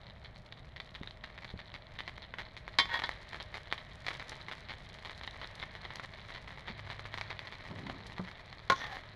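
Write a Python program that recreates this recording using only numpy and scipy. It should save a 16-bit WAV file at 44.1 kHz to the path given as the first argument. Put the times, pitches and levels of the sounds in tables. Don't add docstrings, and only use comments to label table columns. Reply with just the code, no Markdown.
import sys
import numpy as np
from scipy import signal
from scipy.fft import rfft, irfft
from scipy.io import wavfile

SR = 44100
rng = np.random.default_rng(int(sys.argv[2]) if len(sys.argv) > 2 else 0)


def store_wav(level_fs):
    pcm = np.round(np.clip(np.atleast_2d(level_fs), -1, 1) * 32767)
    wavfile.write(sys.argv[1], SR, pcm.T.astype(np.int16))


N = 403515
TIME = np.arange(N) / SR

# (frequency [Hz], level [dB])
POP_COLOUR = [(60, -11), (200, -12), (330, -7), (520, -1.5), (900, -2), (1400, -4.5), (1850, 3.5),
              (2300, -2), (2650, -9.5), (3100, -6.5), (4000, -5), (4800, -17.5), (6800, -33.5), (8000, -45),
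              (11000, -43.5), (15500, -49)]
# (frequency [Hz], level [dB])
SPIT_COLOUR = [(1000, -24), (3800, 13.5), (5300, 6), (7000, -2), (8000, -7), (11000, -9), (13000, -29),
               (15500, -39)]


def undb(db):
    return 10 ** (np.asarray(db) / 20)


def unit(x):
    return x / np.sqrt(np.mean(x ** 2))


def swell(full_s, attack_s, hold_s, release_s, db):
    before = np.maximum(full_s - TIME, 0) / attack_s
    after = np.maximum(TIME - full_s - hold_s, 0) / release_s
    return undb(db - 30 * np.minimum(before + after, 10))


def fade(t, t60):
    return np.exp(-np.log(1000) * t / t60)


def through(x, response):
    return signal.oaconvolve(x, response)[:len(x)]


def add(out, s, sound):
    i = int(s * SR)
    out[i:i + len(sound)] += sound[:len(out[i:])]


def wander(span_s):
    return unit(through(rng.standard_normal(N), np.hanning(int(span_s * SR))))


def dull_noise(size, top_hz):
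    lowpass = signal.butter(4, top_hz, fs=SR, output="sos")
    return unit(signal.sosfilt(lowpass, rng.standard_normal(size)))


def clicks(rate, spread_db, cap=4):
    out, count = np.zeros(N), int(rate * N / SR)
    when, size, sign = rng.random((count, 3)).T
    gain = undb(spread_db * np.minimum(-np.log(size), cap))
    out[(when * N).astype(int)] = np.sign(sign - .5) * gain
    return unit(out)


def colour(points, bright_db=0, bright_hz=3800, width=0.13, top_db=0, size=1024):
    hz = np.maximum(np.fft.rfftfreq(size, 1 / SR), 1)
    point_hz, point_db = np.transpose(points)
    db = np.interp(np.log(hz), np.log(point_hz), point_db)
    db = db + bright_db * np.exp(-(np.log(hz / bright_hz) / width) ** 2)
    db = db + top_db / (1 + (5500 / hz) ** 6)
    cepstrum = irfft(np.log(undb(db)))
    cepstrum[1:size // 2] *= 2
    cepstrum[size // 2 + 1:] = 0
    return irfft(np.exp(rfft(cepstrum)))


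def ring(modes, twin_db=-9, twin_spread=.022):
    t, out = TIME[:SR // 4], 0
    for k, (hz, db, t60) in enumerate(modes):
        twin_hz = hz * (1 + twin_spread * rng.choice([-1, 1]) * rng.uniform(.5, 2))
        tone = np.sin(2 * np.pi * hz * t)
        twin = undb(twin_db) * fade(t, t60 * 2) * np.sin(2 * np.pi * twin_hz * t)
        out = out + (-1) ** k * undb(db) * fade(t, t60) * (tone + twin)
    return out


def wavering_tone(hz):
    cycles = np.cumsum(hz * (1 + .02 * wander(.2))) / SR
    return np.sqrt(2) * np.sin(2 * np.pi * cycles)


def burner(level_db=-53.9, hum_hz=102.3, upper_hz=135, upper_db=-7, hum_rest_db=-65):
    # (frequency [Hz], level [dB])
    rumble_colour = [(15, -7), (26, -.5), (60, 3.5), (80, 0), (135, -0.5), (200, -6.5), (290, -16.5),
                     (550, -15.5), (625, -6.5), (720, -15.5), (2000, -25), (6000, -50.5), (15000, -60.5)]
    # (full from [s], attack [s], hold [s], release [s], level [dB])
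    hum_swell = (6.8, 1.1, .45, 1.6, -53.5)
    rumble = unit(through(rng.standard_normal(N), colour(rumble_colour, size=8192)))
    hum = wavering_tone(hum_hz) + undb(upper_db) * wavering_tone(upper_hz)
    hum = hum * undb(1.5 * wander(.25))
    return undb(level_db) * rumble + np.maximum(swell(*hum_swell), undb(hum_rest_db)) * hum


def bumps(rattle_db=-6, rattle_t60=.07):
    # (time [s], level [dB], pitch [Hz], decay by 60 dB [s], top of the rattle [Hz])
    soft_bumps = [(1.0123, -30.5, 200, .027, 380), (1.539, -33, 170, .035, 520), (1.554, -37, 90, .05, 200),
                  (6.70, -38, 216, .07, 600), (7.709, -36.5, 162, .1, 1100), (7.898, -39, 720, .035, 1200),
                  (8.195, -31, 185, .14, 1150)]
    # (full from [s], attack [s], hold [s], release [s], level [dB])
    shuffle_swell = (7.71, .1, .2, .5, -46.5)
    # (frequency [Hz], level [dB])
    shuffle_colour = [(50, -34), (95, 2), (260, -6), (450, -16), (1200, -24), (4000, -69)]
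    out, t = np.zeros(N), TIME[:SR // 4]
    for s, db, hz, t60, rattle_hz in soft_bumps:
        tone = fade(t, t60) * np.sin(2 * np.pi * hz * t)
        rattle = dull_noise(len(t), rattle_hz) * fade(t, min(t60, rattle_t60))
        add(out, s, undb(db) * (tone + undb(rattle_db) * rattle))
    shuffle = unit(through(rng.standard_normal(N), colour(shuffle_colour)))
    return out + swell(*shuffle_swell) * shuffle


def strike(blows, modes, ring_db, clatter_db, clatter_t60, bright_db, top_db,
           thud_db=-23, thud_hz=800, thud_t60=.17):
    out, t = np.zeros(N), TIME[:SR // 4]
    plate = colour(POP_COLOUR, bright_db, width=0.87, top_db=top_db)
    for s, db in blows:
        clatter = unit(through(rng.standard_normal(len(t)), plate)) * fade(t, clatter_t60)
        thud = dull_noise(len(t), thud_hz) * fade(t, thud_t60)
        blow = undb(ring_db) * ring(modes) + undb(clatter_db) * clatter + undb(thud_db) * thud
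        add(out, s, undb(db) * blow)
    return through(out, np.array([1, 2, 1]) / 4)


def slide(stroke, modes, grit_db, grit_top_db, soft_hz, spread, wobble, tuning=1, glide=0):
    grip = undb(3 * unit(through(rng.standard_normal(N), np.hanning(SR // 100))))
    catches = grip * clicks(rate=1100, spread_db=3.2)
    full_s, attack_s, hold_s, release_s, _ = stroke
    start, end = full_s - attack_s, full_s + hold_s + release_s
    octaves = glide * (np.clip(TIME, start, end) - (start + end) / 2) + wobble * wander(.03)
    pitch = tuning * 2 ** octaves
    band = signal.butter(1, [soft_hz / spread, soft_hz * spread], "band", fs=SR, output="sos")
    push = signal.sosfilt(band, catches)
    steady = unit(through(push, ring(modes)))
    singing = np.interp(np.cumsum(pitch) % N, np.arange(N), steady)
    grit = unit(through(catches, colour(POP_COLOUR, top_db=grit_top_db)))
    return swell(*stroke) * (singing + undb(grit_db) * grit)


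def dish():
    # (time [s], level [dB])
    knocks = [(8.6993, -16.5), (8.7208, -24)]
    # (frequency [Hz], level [dB], decay by 60 dB [s])
    dish_modes = [(165, -14, .09), (440, -12, .05), (540, -14, .11), (680, -11, .06), (850, -11, .05),
                  (995, -14, .08), (1077, 0, .13), (1442, -1, .07), (1608, -16, .12), (1743, -16, .12),
                  (2319, -12, .08), (3300, -14, .04), (4050, -12, .04), (6600, -19, .04)]
    # (full from [s], hold [s], level [dB], where the catches push hardest [Hz], pitch ratio [1])
    drags = [(8.762, .03, -47, 4600, 1.0), (8.815, .055, -43.5, 2100, 1.0), (8.922, .025, -44, 900, .93)]
    # (frequency [Hz], level [dB], decay by 60 dB [s])
    rub_modes = [(600, -7, .05), (845, 2, .08), (1190, -1, .03), (1820, 2, .07), (2060, -1, .04),
                 (3500, 5, .008), (6000, 0, .005)]
    edge_s = .07
    pressed_s, pressed_t60 = 8.738, .06
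    blows = strike(knocks, dish_modes, ring_db=-3.5, clatter_db=-6.5, clatter_t60=.05,
                   bright_db=4.5, top_db=19)
    out = blows * fade(np.maximum(TIME - pressed_s, 0), pressed_t60)
    for s, hold_s, db, hz, tuning in drags:
        out += slide((s, edge_s, hold_s, edge_s, db), rub_modes, grit_db=-4, grit_top_db=12,
                     soft_hz=hz, spread=1.6, tuning=tuning, glide=-.8, wobble=.008)
    return out


def spatula_modes(flat):
    # (frequency [Hz], level on the edge [dB], level on the flat [dB], decay by 60 dB [s])
    blade = [(945, -7, 0, .08), (1104, -6, -13, .14), (1500, -10, -9, .15), (1670, -6, -10, .09),
             (1790, -10, -4, .08), (1890, -6, -1, .11), (2116, -7, -11, .12), (2205, 0, -12, .08),
             (2400, -4, -17, .045), (3149, -4, -17, .15), (3262, -6, -14, .11), (3355, -7, 0, .07),
             (3511, -5, -8, .13), (3790, -5, -8, .09), (3990, -6, -6, .07), (4185, -3, -6, .07),
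             (4545, -6, -12, .07), (4891, -7, -9, .06), (5200, -11, -18, .07), (7300, -17, -34, .03),
             (9500, -18, -38, .03)]
    return [(hz, edge_db + flat * (flat_db - edge_db), t60) for hz, edge_db, flat_db, t60 in blade]


def spatula(flat_dull_db=9):
    # (time [s], level [dB], contact [0 = edge to 1 = flat])
    clanks = [(2.7858, -19.5, 0), (2.7975, -26, 0), (3.0367, -30, 1)]
    # (full from [s], attack [s], hold [s], release [s], level [dB])
    stroke = (2.922, .07, .036, .07, -34.5)
    out = slide(stroke, spatula_modes(1), grit_db=-5, grit_top_db=9,
                soft_hz=1600, spread=1.6, wobble=.008)
    for s, db, flat in clanks:
        out += strike([(s, db)], spatula_modes(flat), ring_db=-3.5, clatter_db=-3, clatter_t60=.08,
                      bright_db=5, top_db=17 - flat_dull_db * flat)
    return out


def spits(level_db=4):
    # (time [s], peak before level_db is added [dB], decay by 60 dB [s])
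    droplets = [(3.4264, -40, .006), (4.2946, -37, .008), (4.9417, -43, .015), (5.31, -42, .006),
                (5.4735, -41, .006), (5.553, -44, .02), (5.9569, -38, .012), (8.066, -46, .05)]
    out, droplet, t = np.zeros(N), colour(SPIT_COLOUR), TIME[:SR // 20]
    for s, db, t60 in droplets:
        snap = through(rng.standard_normal(len(t)) * fade(t, t60), droplet)
        add(out, s, undb(db + level_db) * snap / np.abs(snap).max())
    return out


def burst(bright_db, width=0.34, body_db=0, size_scatter=.06):
    pitch, sharpness, path, size = rng.standard_normal(4)
    shift = np.exp(-size_scatter * size)
    body = [(hz * shift, db + body_db * (hz < 1500)) for hz, db in POP_COLOUR]
    h = colour(body, bright_db, 3700 * np.exp(.09 * pitch), width, top_db=3 * sharpness)
    h = signal.lfilter([.7, -1.63, 1], [1, -1.63, .7], h)
    h = signal.lfilter([.45, -1.15, 1], [1, -1.15, .45], h)
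    n = np.arange(len(h))
    delay_s = .00092 + .00008 * path
    h = h + .35 * np.interp(n - delay_s * SR, n, h, left=0)
    return h / np.abs(signal.hilbert(h)).max()


def crackle(rate, bright_db, width, count=8):
    out = np.zeros(N)
    for _ in range(count):
        out += through(clicks(rate, spread_db=4.5, cap=3.3), burst(bright_db, width))
    return unit(out)


def heat(s):
    # (time [s], level [dB])
    frying_levels = [(0, -61), (.7, -64), (1.2, -60), (2.7, -57.5), (3.05, -50), (3.8, -55), (4.5, -50.5),
                     (4.9, -55), (5.65, -50.5), (6.2, -54), (7.4, -51), (8.6, -55.5), (9.15, -53)]
    return np.interp(s, *np.transpose(frying_levels))


def frying(dull_db=-3, pip_db=-64, fizz_db=-5.5, spit_db=0, hiss_db=-6.5):
    calm_db, flare_db = -77, -64.5
    flare_s, attack_s, fall_db_per_s = 3.05, .3, 1.3
    flare = swell(flare_s, attack_s, 0, 30 / fall_db_per_s, flare_db)
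    flurry = undb(4.5 * wander(.05))
    dull = unit(flurry * crackle(rate=45, bright_db=-4, width=0.23))
    pips = crackle(rate=9, bright_db=12, width=.24)
    fizz = unit(through(clicks(rate=2500, spread_db=2.8), colour(POP_COLOUR, top_db=-7)))
    droplet = colour(SPIT_COLOUR)
    spit = unit(through(np.sqrt(flurry) * clicks(rate=120, spread_db=5, cap=3), droplet))
    hiss = unit(through(flurry * clicks(rate=1200, spread_db=3.5), droplet))
    bubbles = undb(dull_db) * dull + undb(fizz_db) * fizz
    fat = undb(spit_db) * spit + undb(hiss_db) * hiss
    return bubbles * undb(heat(TIME)) + fat * np.maximum(flare, undb(calm_db)) + undb(pip_db) * pips


def lesser_pops(count=36, bright_db=.5, bright_scatter_db=6):
    above_heat_db, scatter_db, mean_length_s = 17, 1.7, .005
    when, size, length, bright = rng.random((count, 4)).T
    s = (np.arange(count) + when) / count * N / SR
    db = heat(s) + above_heat_db + scatter_db * np.sqrt(12) * (size - .5)
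    length_s = -mean_length_s * np.log(length)
    brightness = bright_db + bright_scatter_db * np.sqrt(12) * (bright - .5)
    return list(zip(s, db, length_s, brightness))


def pops(bursts, level_db=.5, after_db=-13, after_rate=700, steam_db=-42,
         repeat_db=-3.5, repeat_gap_s=.008, ring_width=.34):
    body_db_per_s, plain_s, body_scatter_db = .6, 4.8, 1.5
    out, t, droplet = np.zeros(N), TIME[:SR // 10], colour(SPIT_COLOUR)
    for s, db, length, bright_db in bursts:
        body_db = body_db_per_s * (s - plain_s) + body_scatter_db * rng.standard_normal()
        width = ring_width * undb(-max(bright_db, 0) / 2)
        pop = lambda: burst(bright_db + 4.5, width, body_db)
        add(out, s, undb(db + level_db) * pop())
        for late in np.arange(length, repeat_gap_s / 4, -repeat_gap_s):
            slip, size = rng.uniform(-1, 1, 2)
            add(out, s + late + slip * repeat_gap_s / 3, undb(db + repeat_db + 3 * size) * pop())
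        dying = np.maximum(t - length / 2, 0)
        hits = rng.random(len(t)) < after_rate / SR
        followers = hits * rng.uniform(-2.7, 2.7, len(t)) * fade(dying, .05)
        after = through(followers, burst(bright_db / 2 + 4, width, body_db))
        steam = unit(through(rng.laplace(size=len(t)), droplet)) * fade(dying, .14)
        steam = steam * undb(4 * rng.standard_normal())
        add(out, s, undb(db + after_db) * after + undb(db + steam_db) * steam)
    return out


def kitchen(x, wet_db=-13, t60=0.24, gap_s=0.0037):
    t = TIME[:SR // 2]
    tail = rng.standard_normal(len(t)) * fade(t, t60) * (t > gap_s)
    return x + undb(wet_db) * through(x, tail / np.linalg.norm(tail))


def scene():
    # (time [s], peak [dB], how long quick repeats go on [s], brightness [dB])
    short_bursts = [(0.247, -36, 0.019, 5), (0.524, -30, 0, 2), (0.762, -32, 0.016, -1),
                    (0.801, -25, 0, -1), (0.9505, -29, 0.012, 1), (1.033, -30, 0, -5), (1.074, -29, 0, 10),
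                    (1.109, -32, 0, 6), (1.239, -29, 0.007, -5), (1.378, -32, 0.009, -5),
                    (1.446, -29, 0.003, -5), (1.502, -34, .011, 4), (1.591, -32, 0.024, -2),
                    (1.741, -30, 0.023, -5), (1.989, -25, 0.01, -2), (2.005, -23, 0, -4),
                    (2.078, -25, 0.015, -8), (2.18, -32, 0, -12), (2.221, -34, .03, 4),
                    (2.339, -26, 0, -14), (2.385, -26, 0.037, -8), (2.567, -30, 0.008, -5),
                    (2.679, -26, 0, -13), (2.856, -27, 0, -13), (2.992, -21, 0.005, -7),
                    (3.02, -23, 0, -11), (3.092, -20, 0, -14), (3.114, -28, 0, 2), (3.345, -26, 0, -5),
                    (3.401, -27, 0.021, 2), (3.542, -27, 0.037, -5), (3.714, -29, 0, 6),
                    (3.7255, -13, 0, -8), (3.779, -30, .003, 4), (4.066, -22, 0.008, -4),
                    (4.083, -20, 0.006, -7), (4.106, -26, 0.011, -5), (4.197, -29, .025, -7),
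                    (4.319, -30, .014, -6), (4.484, -28, 0, -9), (4.514, -25, 0.023, -3),
                    (4.696, -27, 0.04, -3), (5.049, -28, 0.022, 1), (5.096, -27, 0, -2),
                    (5.212, -29, 0, -2), (5.235, -28, 0.014, 2), (5.276, -26, 0, 0),
                    (5.415, -28, 0.037, -5), (5.599, -29, 0, 7), (5.627, -26, .012, -4),
                    (5.752, -29, .008, -2), (5.852, -29, .009, -3), (5.905, -29, .016, -4),
                    (5.957, -30, .01, 1), (5.997, -25, 0, -10), (6.348, -30, 0.021, -1),
                    (6.681, -29, 0.033, -4), (6.901, -27, 0.028, 1), (6.994, -27, 0, -6),
                    (7.054, -29, .003, -10), (7.141, -22, 0, -4), (7.176, -25, 0.014, -6),
                    (7.212, -21, 0, -6), (7.305, -25, 0.021, -3), (7.392, -24, 0, -6), (7.472, -29, 0, 4),
                    (7.524, -30, .027, -4), (7.867, -31, .005, -2), (7.898, -25, 0, -4),
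                    (8.182, -27, 0, -8), (8.314, -32, 0, -5), (8.528, -30, 0, -2), (8.817, -29, 0, -11),
                    (8.842, -25, 0, 1), (8.969, -27, 0, -7)]
    popping = pops(short_bursts + lesser_pops())
    close = popping + spits() + frying() + spatula() + dish() + bumps()
    return (kitchen(close) + burner())[None]


def record(dry, soften_hz=14300, top_hz=15700):
    gentle = signal.butter(3, min(soften_hz, .45 * SR), fs=SR, output="sos")
    steep = signal.ellip(8, .2, 70, top_hz, fs=SR, output="sos")
    return signal.sosfilt(steep, signal.sosfilt(gentle, dry))


dry = scene()
out = record(dry)
store_wav(out)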